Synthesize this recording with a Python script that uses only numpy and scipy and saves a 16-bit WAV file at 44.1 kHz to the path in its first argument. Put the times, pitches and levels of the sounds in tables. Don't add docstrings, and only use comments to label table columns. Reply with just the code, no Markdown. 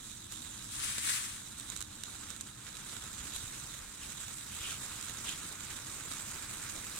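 import sys
import numpy as np
from scipy import signal
from scipy.io import wavfile
from scipy.ndimage import uniform_filter1d

SR = 44100
rng = np.random.default_rng(int(sys.argv[2]) if len(sys.argv) > 2 else 0)


def wav_record(signal):
    frames = np.transpose(np.atleast_2d(signal))
    bounded = np.clip(frames, -1, 1)
    quanta = np.round(bounded * 32767).astype(np.int16)
    wavfile.write(sys.argv[1], SR, quanta)


N = 308347


def gain_of(db):
    return 10 ** (np.asarray(db) / 20)


def evened(x):
    return x / np.sqrt(np.mean(x ** 2) + 1e-20)


def read_curve(points, hz):
    point_hz, value = np.transpose(points)
    return np.interp(np.log(hz + 1), np.log(point_hz + 1), value)


def follow(rows, t):
    time_s, *columns = np.transpose(rows)
    return [np.interp(t, time_s, column) for column in columns]


def humps(rows, t):
    return sum(db * np.exp(-2 * ((t - peak_s) / half_s) ** 2) for peak_s, db, half_s in rows)


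def grid(size):
    hz = np.fft.rfftfreq(size, 1 / SR)
    frame_s = np.arange(4 * N // size + 5) * size / 4 / SR
    return hz[:, None], frame_s[None]


def drift(shape, bins, frames):
    x = rng.standard_normal(shape[::-1]).T
    smooth_in_pitch = uniform_filter1d(x, bins, 0)
    return evened(uniform_filter1d(smooth_in_pitch, frames, 1))


def noise_pair(size, left, right, same, lead_s, field_db):
    hz, t = grid(size)
    a, b, c, d = rng.standard_normal((t.size, hz.size, 4)).T
    likeness = np.clip(read_curve(same, hz), -1, 1)
    first = a + 1j * b
    shared = likeness * first * np.exp(-2j * np.pi * hz * lead_s)
    second = shared + np.sqrt(1 - likeness ** 2) * (c + 1j * d)
    spectra = np.array([first * gain_of(read_curve(left, hz)), second * gain_of(read_curve(right, hz))])
    plain_mid = signal.istft(spectra.mean(0), nperseg=size, noverlap=3 * size // 4)[1]
    pair = signal.istft(spectra * gain_of(field_db), nperseg=size, noverlap=3 * size // 4)[1]
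    return pair[:, :N] / plain_mid.std()


def sputter(per_s, spread_db, decay_s):
    lift = gain_of(spread_db * np.minimum(rng.exponential(1, N), 2.4))
    strikes = lift * (rng.random(N) < per_s / SR)
    decay = np.exp(-np.arange(2000) / SR / decay_s)
    return 1 + signal.oaconvolve(strikes, decay)[:N]


# [t/s, level/dB]
FIRE_STRENGTH = [(0, -50.5), (.11, -47.5), (.27, -54), (.42, -46.5), (.68, -47.5), (1.42, -49.5),
                 (1.63, -51), (1.82, -49.5), (1.88, -56), (1.93, -51), (2.25, -50), (2.56, -55),
                 (2.74, -49.5), (3.1, -48.5), (3.3, -46), (3.61, -46.5), (3.91, -50.5), (4.2, -47),
                 (5.47, -46.5), (5.58, -51), (5.72, -46), (5.84, -49.5), (5.95, -45), (6.05, -49.5),
                 (6.2, -47), (7, -46)]
# [peak t/s, lift level/dB, half length t/s]
FLARE_UPS = [(.332, 5.5, 0.041), (1.722, 4, 0.098), (2.139, 2, 0.026), (2.306, 3.5, .035),
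             (2.476, 3.5, 0.025), (2.92, 2, 0.089), (3.36, 3.5, 0.025), (4.704, 1, 0.042),
             (5.285, 3, 0.086), (6.141, 4, .07)]
# [t/s, level/dB]
ROAR_SWELL = [(.6, -3.5), (1.5, -0.5), (2.7, 3), (3.4, 0), (4.0, 2), (4.4, -1.5), (4.9, 3), (5.5, 3.5),
              (6.2, 3.5)]
# [f/Hz, left level/dB, right level/dB]
SPREAD_COLOUR = [(730, -0.5, 0), (1620, 5, -4.5), (2300, 1, 1), (2750, 1.5, -3), (3700, 2, -8.5),
                 (4500, 2, -2), (5270, 1.5, 0.5), (6200, 0.5, -2.5), (8400, 3.5, -0.5), (11200, 2, 2),
                 (13800, 5, 2)]
# [f/Hz, level/dB per Hz]
LEFT_VIEW = [(300, -12), (700, -18), (1400, -10), (2000, -17), (3000, -14.5), (4000, -15), (5500, -13.5),
             (6600, -13), (8600, -7.5), (10000, -11), (11200, -17), (12600, -21.5), (15800, -27.5)]
RIGHT_VIEW = [(300, -12), (700, -18), (1400, -4.5), (2100, -8.5), (2900, -9), (3400, -3.5), (3800, 3),
              (4400, -10.5), (5500, -10.5), (6300, -3.5), (7700, 0.5), (9000, -7), (10700, -21.5),
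              (11900, -16), (15800, -24)]
# [f/Hz, likeness from 0 to 1]
FIRE_LIKENESS = [(300, 0.59), (700, 0.038), (1300, 1), (2000, 0.12), (3000, 0.64), (4500, 0.052),
                 (7500, 0.25), (9500, 0.033)]
FIRE_LEAD_S = .00005
SPREAD_S = 7.1
PAN_START_DB, PAN_DB_PER_S = 1.5, -0.6


def fire():
    hz, t = grid(size=256)
    hiss_db = follow(FIRE_STRENGTH, t)[0] + humps(FLARE_UPS, t)
    slow_db = uniform_filter1d(hiss_db, 300, 1)
    roar_db, = follow(ROAR_SWELL, t)
    spread = t / SPREAD_S
    pan_db = PAN_START_DB + PAN_DB_PER_S * t
    low = 1 / (1 + (hz / 2800) ** 2)
    top = 1 / (1 + (11000 / (hz + 1)) ** 6)
    steady = np.clip(0.25 * low + 0.17 * top, 0, 1)
    throb_db = hiss_db - slow_db + 0.87 * drift((1, t.size), bins=1, frames=6)
    mean_db = slow_db + low * roar_db
    throb_depth = (.7, 1.)
    field_db = []
    for k in range(2):
        patches_db = 1.82 * drift((hz.size, t.size), bins=5, frames=22)
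        colour_db = read_curve([(row[0], row[1 + k]) for row in SPREAD_COLOUR], hz)
        moving_db = throb_depth[k] * (1 - steady) * throb_db + patches_db
        field_db.append(mean_db + moving_db + pan_db * (.5 - k) + spread * colour_db)
    hiss = noise_pair(256, LEFT_VIEW, RIGHT_VIEW, FIRE_LIKENESS, FIRE_LEAD_S, np.array(field_db))
    sparks = sputter(per_s=300., spread_db=0.0, decay_s=0.00038)
    puffs = sputter(per_s=14., spread_db=2.0, decay_s=0.015) ** 0.38
    spitting = sparks * puffs
    return hiss * np.array([evened(spitting ** 0.81), evened(spitting)])


# [f/Hz, level/dB per Hz]
TRAFFIC_TONE = [(12, -28), (20, -9), (59, -0.5), (119, 0), (133, -1), (156, -9.5), (205, -3.5), (268, -12),
                (305, -4.5), (363, -17), (468, -15.5), (644, -18), (900, -17.5), (1170, -25), (1980, -120)]
# [f/Hz, likeness, held within -1 and 1 when played]
TRAFFIC_LIKENESS = [(60, 1), (150, 0.95), (250, 1), (350, -0.07), (550, -2), (900, -0.33)]
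# [t/s, level/dB]
RUMBLE_SWELL = [(0, -55), (.88, -53.5), (2.0, -56), (3.05, -54.5), (3.2, -53.5), (3.93, -57), (4.9, -53.5),
                (6.2, -55), (7, -54.5)]
# [peak t/s, lift level/dB, half length t/s]
SURGES = [(3.45, 5, .4), (3.95, 4, 0.63), (5.6, 1.5, 0.43)]
DEEP_DB = -2.5


def traffic():
    hz, t = grid(size=2048)
    level_db, = follow(RUMBLE_SWELL, t)
    deep_db = DEEP_DB + humps(SURGES, t)
    deep_part = 1 / (1 + (hz / 75) ** 4)
    patches_db = 1.2 * drift((hz.size, t.size), bins=6, frames=6)
    swell_db = level_db + deep_db * deep_part + patches_db
    return noise_pair(2048, TRAFFIC_TONE, TRAFFIC_TONE, TRAFFIC_LIKENESS, 0, swell_db)


def causal(db):
    log_gain = np.log(gain_of(np.concatenate([db, db[-2:0:-1]])))
    phase = -signal.hilbert(log_gain).imag
    return np.fft.ifft(np.exp(log_gain + 1j * phase)).real[:512]


# [t/s, click level/dB, left-right level/dB, weight under 3 kHz level/dB]
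SPARK_POPS = [(0.323, -28, -6, -3), (0.3353, -31, 1, -5), (0.42, -31, -3, -5), (0.983, -18, -2, 5),
              (1.5986, -30, -9, -9), (1.701, -29.5, -11, -9), (1.7638, -23.5, -7, -3), (1.774, -30, -9, -9),
              (1.8063, -24.5, -6, -1.5), (1.8145, -25.5, -10, 0), (1.825, -27.5, -12, -3),
              (2.0365, -22, -7, -3), (2.3042, -30.5, -14, -3), (2.3636, -30.5, -8, 3),
              (2.4100, -25.5, -9, -6), (2.415, -32, 2, -6), (2.7693, -28, -6, 0), (2.9675, -31, -17, 4),
              (3.3627, -24, 11, 1.5), (4.237, -36, -10.5, -1), (5.0117, -29, -9, -3), (5.027, -30, -10, -6),
              (5.0958, -30, -10, 0), (5.293, -28, -14, -4), (5.526, -32, -11, -8), (5.728, -36, -7, -5),
              (6.122, -31, -13, -3), (6.1363, -28, -7, -5), (6.314, -29, 8, -6), (6.649, -33, 3, 4),
              (6.962, -29, 1, -9)]


def pops():
    hz, t = np.fft.rfftfreq(1024, 1 / SR), np.arange(1200) / SR
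    out = np.zeros((2, N + 2000))
    scatter = rng.standard_normal((len(SPARK_POPS), 2, 1200))
    for (start_s, db, pan_db, weight_db), noise in zip(SPARK_POPS, scatter):
        blow = .15 * noise * gain_of(-60 * t / .016)
        blow[:, 0] = 1
        blow[:, round(.00072 * SR)] += .55
        low_db = weight_db / (1 + (hz / 3000) ** 2)
        top_db = -0.67 / (1 + (10000 / (hz + 1)) ** 6)
        for k, view in enumerate((LEFT_VIEW, RIGHT_VIEW)):
            response = causal(read_curve(view, hz) + low_db + top_db)
            click = np.convolve(response, [1, .3, -.4])
            sound = np.convolve(blow[k], click / abs(click).max())
            at = round(start_s * SR)
            out[k, at:at + len(sound)] += gain_of(db + pan_db * (.5 - k)) * sound
    return out[:, :N]


# [t/s, level/dB]
SLEEVE_SWISH = [(.64, -78), (.68, -62), (.726, -45.5), (.807, -43), (.84, -37.5), (.91, -41), (1.025, -40),
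                (1.104, -33.5), (1.204, -41), (1.364, -49), (1.42, -58.5), (1.465, -72)]
# [t/s, level/dB]
SLEEVE_BODY = [(.73, -6), (.84, -3.5), (.97, -1.5), (1.19, 2), (1.36, -2)]
# [f/Hz, level/dB per Hz]
LEFT_SLEEVE = [(700, -19), (1200, -4), (2000, -2.5), (3800, -3.5), (5500, -3), (7000, -2), (9000, 5),
               (11000, -7), (13000, -12.5), (15800, -16)]
RIGHT_SLEEVE = [(700, -24.5), (1200, -5.5), (2000, -2.5), (3800, -4), (5000, -11), (6500, -4.5),
                (8000, 1.5), (9500, -11), (10800, -12), (13000, -17), (15800, -34)]
# [f/Hz, likeness from 0 to 1]
SLEEVE_LIKENESS = [(700, 1), (1200, 0.37), (2000, .7), (3000, 0.38), (5500, 0.054), (7000, 0.14),
                   (8800, 0.52), (10500, .1)]
SLEEVE_LEAD_S = 0.00052


def rustle():
    hz, t = grid(size=256)
    level_db, = follow(SLEEVE_SWISH, t)
    body_db, = follow(SLEEVE_BODY, t)
    body = np.exp(-(np.log2((hz + 1) / 2000) / 0.27) ** 2)
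    clumps_db = 1.0 * drift((1, t.size), bins=1, frames=10)
    patches_db = 0.94 * drift((hz.size, t.size), bins=6, frames=14)
    field_db = level_db + body * body_db + clumps_db + patches_db
    return noise_pair(256, LEFT_SLEEVE, RIGHT_SLEEVE, SLEEVE_LIKENESS, SLEEVE_LEAD_S, field_db)


# [start t/s, level/dB, pitch f/Hz]
LOW_BUMPS = [(1.778, -42.5, 62.4), (3.193, -44, 62), (3.333, -45, 75), (3.430, -44, 102), (4.595, -44, 75)]
BUMP_CYCLES = 2.2


def bumps():
    out = np.zeros(N)
    for start_s, db, pitch_hz in LOW_BUMPS:
        turns = np.arange(0, BUMP_CYCLES, pitch_hz / SR)
        at = round(start_s * SR)
        wave = np.hanning(len(turns)) * np.sin(2 * np.pi * turns)
        out[at:at + len(turns)] += gain_of(db) * wave
    return out


# [peak t/s, level/dB, centre f/Hz, rise t/s, fall t/s]
GAS_JETS = [(4.038, -51.5, 2680, 0.035, 0.055), (4.212, -55, 3000, 0.03, 0.078),
            (4.688, -46.5, 2890, 0.19, 0.096), (5.285, -44.5, 3030, 0.045, 0.076)]
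JET_EDGE_DB = -12


def jets():
    hz, t = grid(size=256)
    path, on = [], 0
    for peak_s, db, pitch_hz, rise_s, fall_s in GAS_JETS:
        start_s, end_s, edge_db = peak_s - rise_s, peak_s + fall_s, db + JET_EDGE_DB
        path += [(start_s, edge_db, pitch_hz), (peak_s, db, pitch_hz), (end_s, edge_db, pitch_hz)]
        on = on + ((t > start_s) & (t < end_s))
    level_db, centre_hz = follow(path, t)
    octaves = np.log2((hz + 1) / centre_hz)
    left_db = 10.7 + 10 * np.log10(np.exp(-(octaves / 0.71) ** 2) + 0.14)
    right_db = 11.3 + 10 * np.log10(np.exp(-(octaves / 0.18) ** 2) + 0.023)
    mute_db = -100 * (1 - on)
    patches_db = 3.1 * drift((hz.size, t.size), bins=3, frames=10)
    field_db = np.array([left_db, right_db]) + level_db + mute_db + patches_db
    return noise_pair(256, LEFT_VIEW, RIGHT_VIEW, FIRE_LIKENESS, FIRE_LEAD_S, field_db)


def scene():
    return fire() + traffic() + pops() + rustle() + bumps() + jets()


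EDGE_HZ = 15900


def record(dry):
    low_pass = signal.firwin(801, EDGE_HZ, window=("kaiser", 9), fs=SR)
    return signal.oaconvolve(dry, low_pass[None], "same")


dry = scene()
out = record(dry)
wav_record(out)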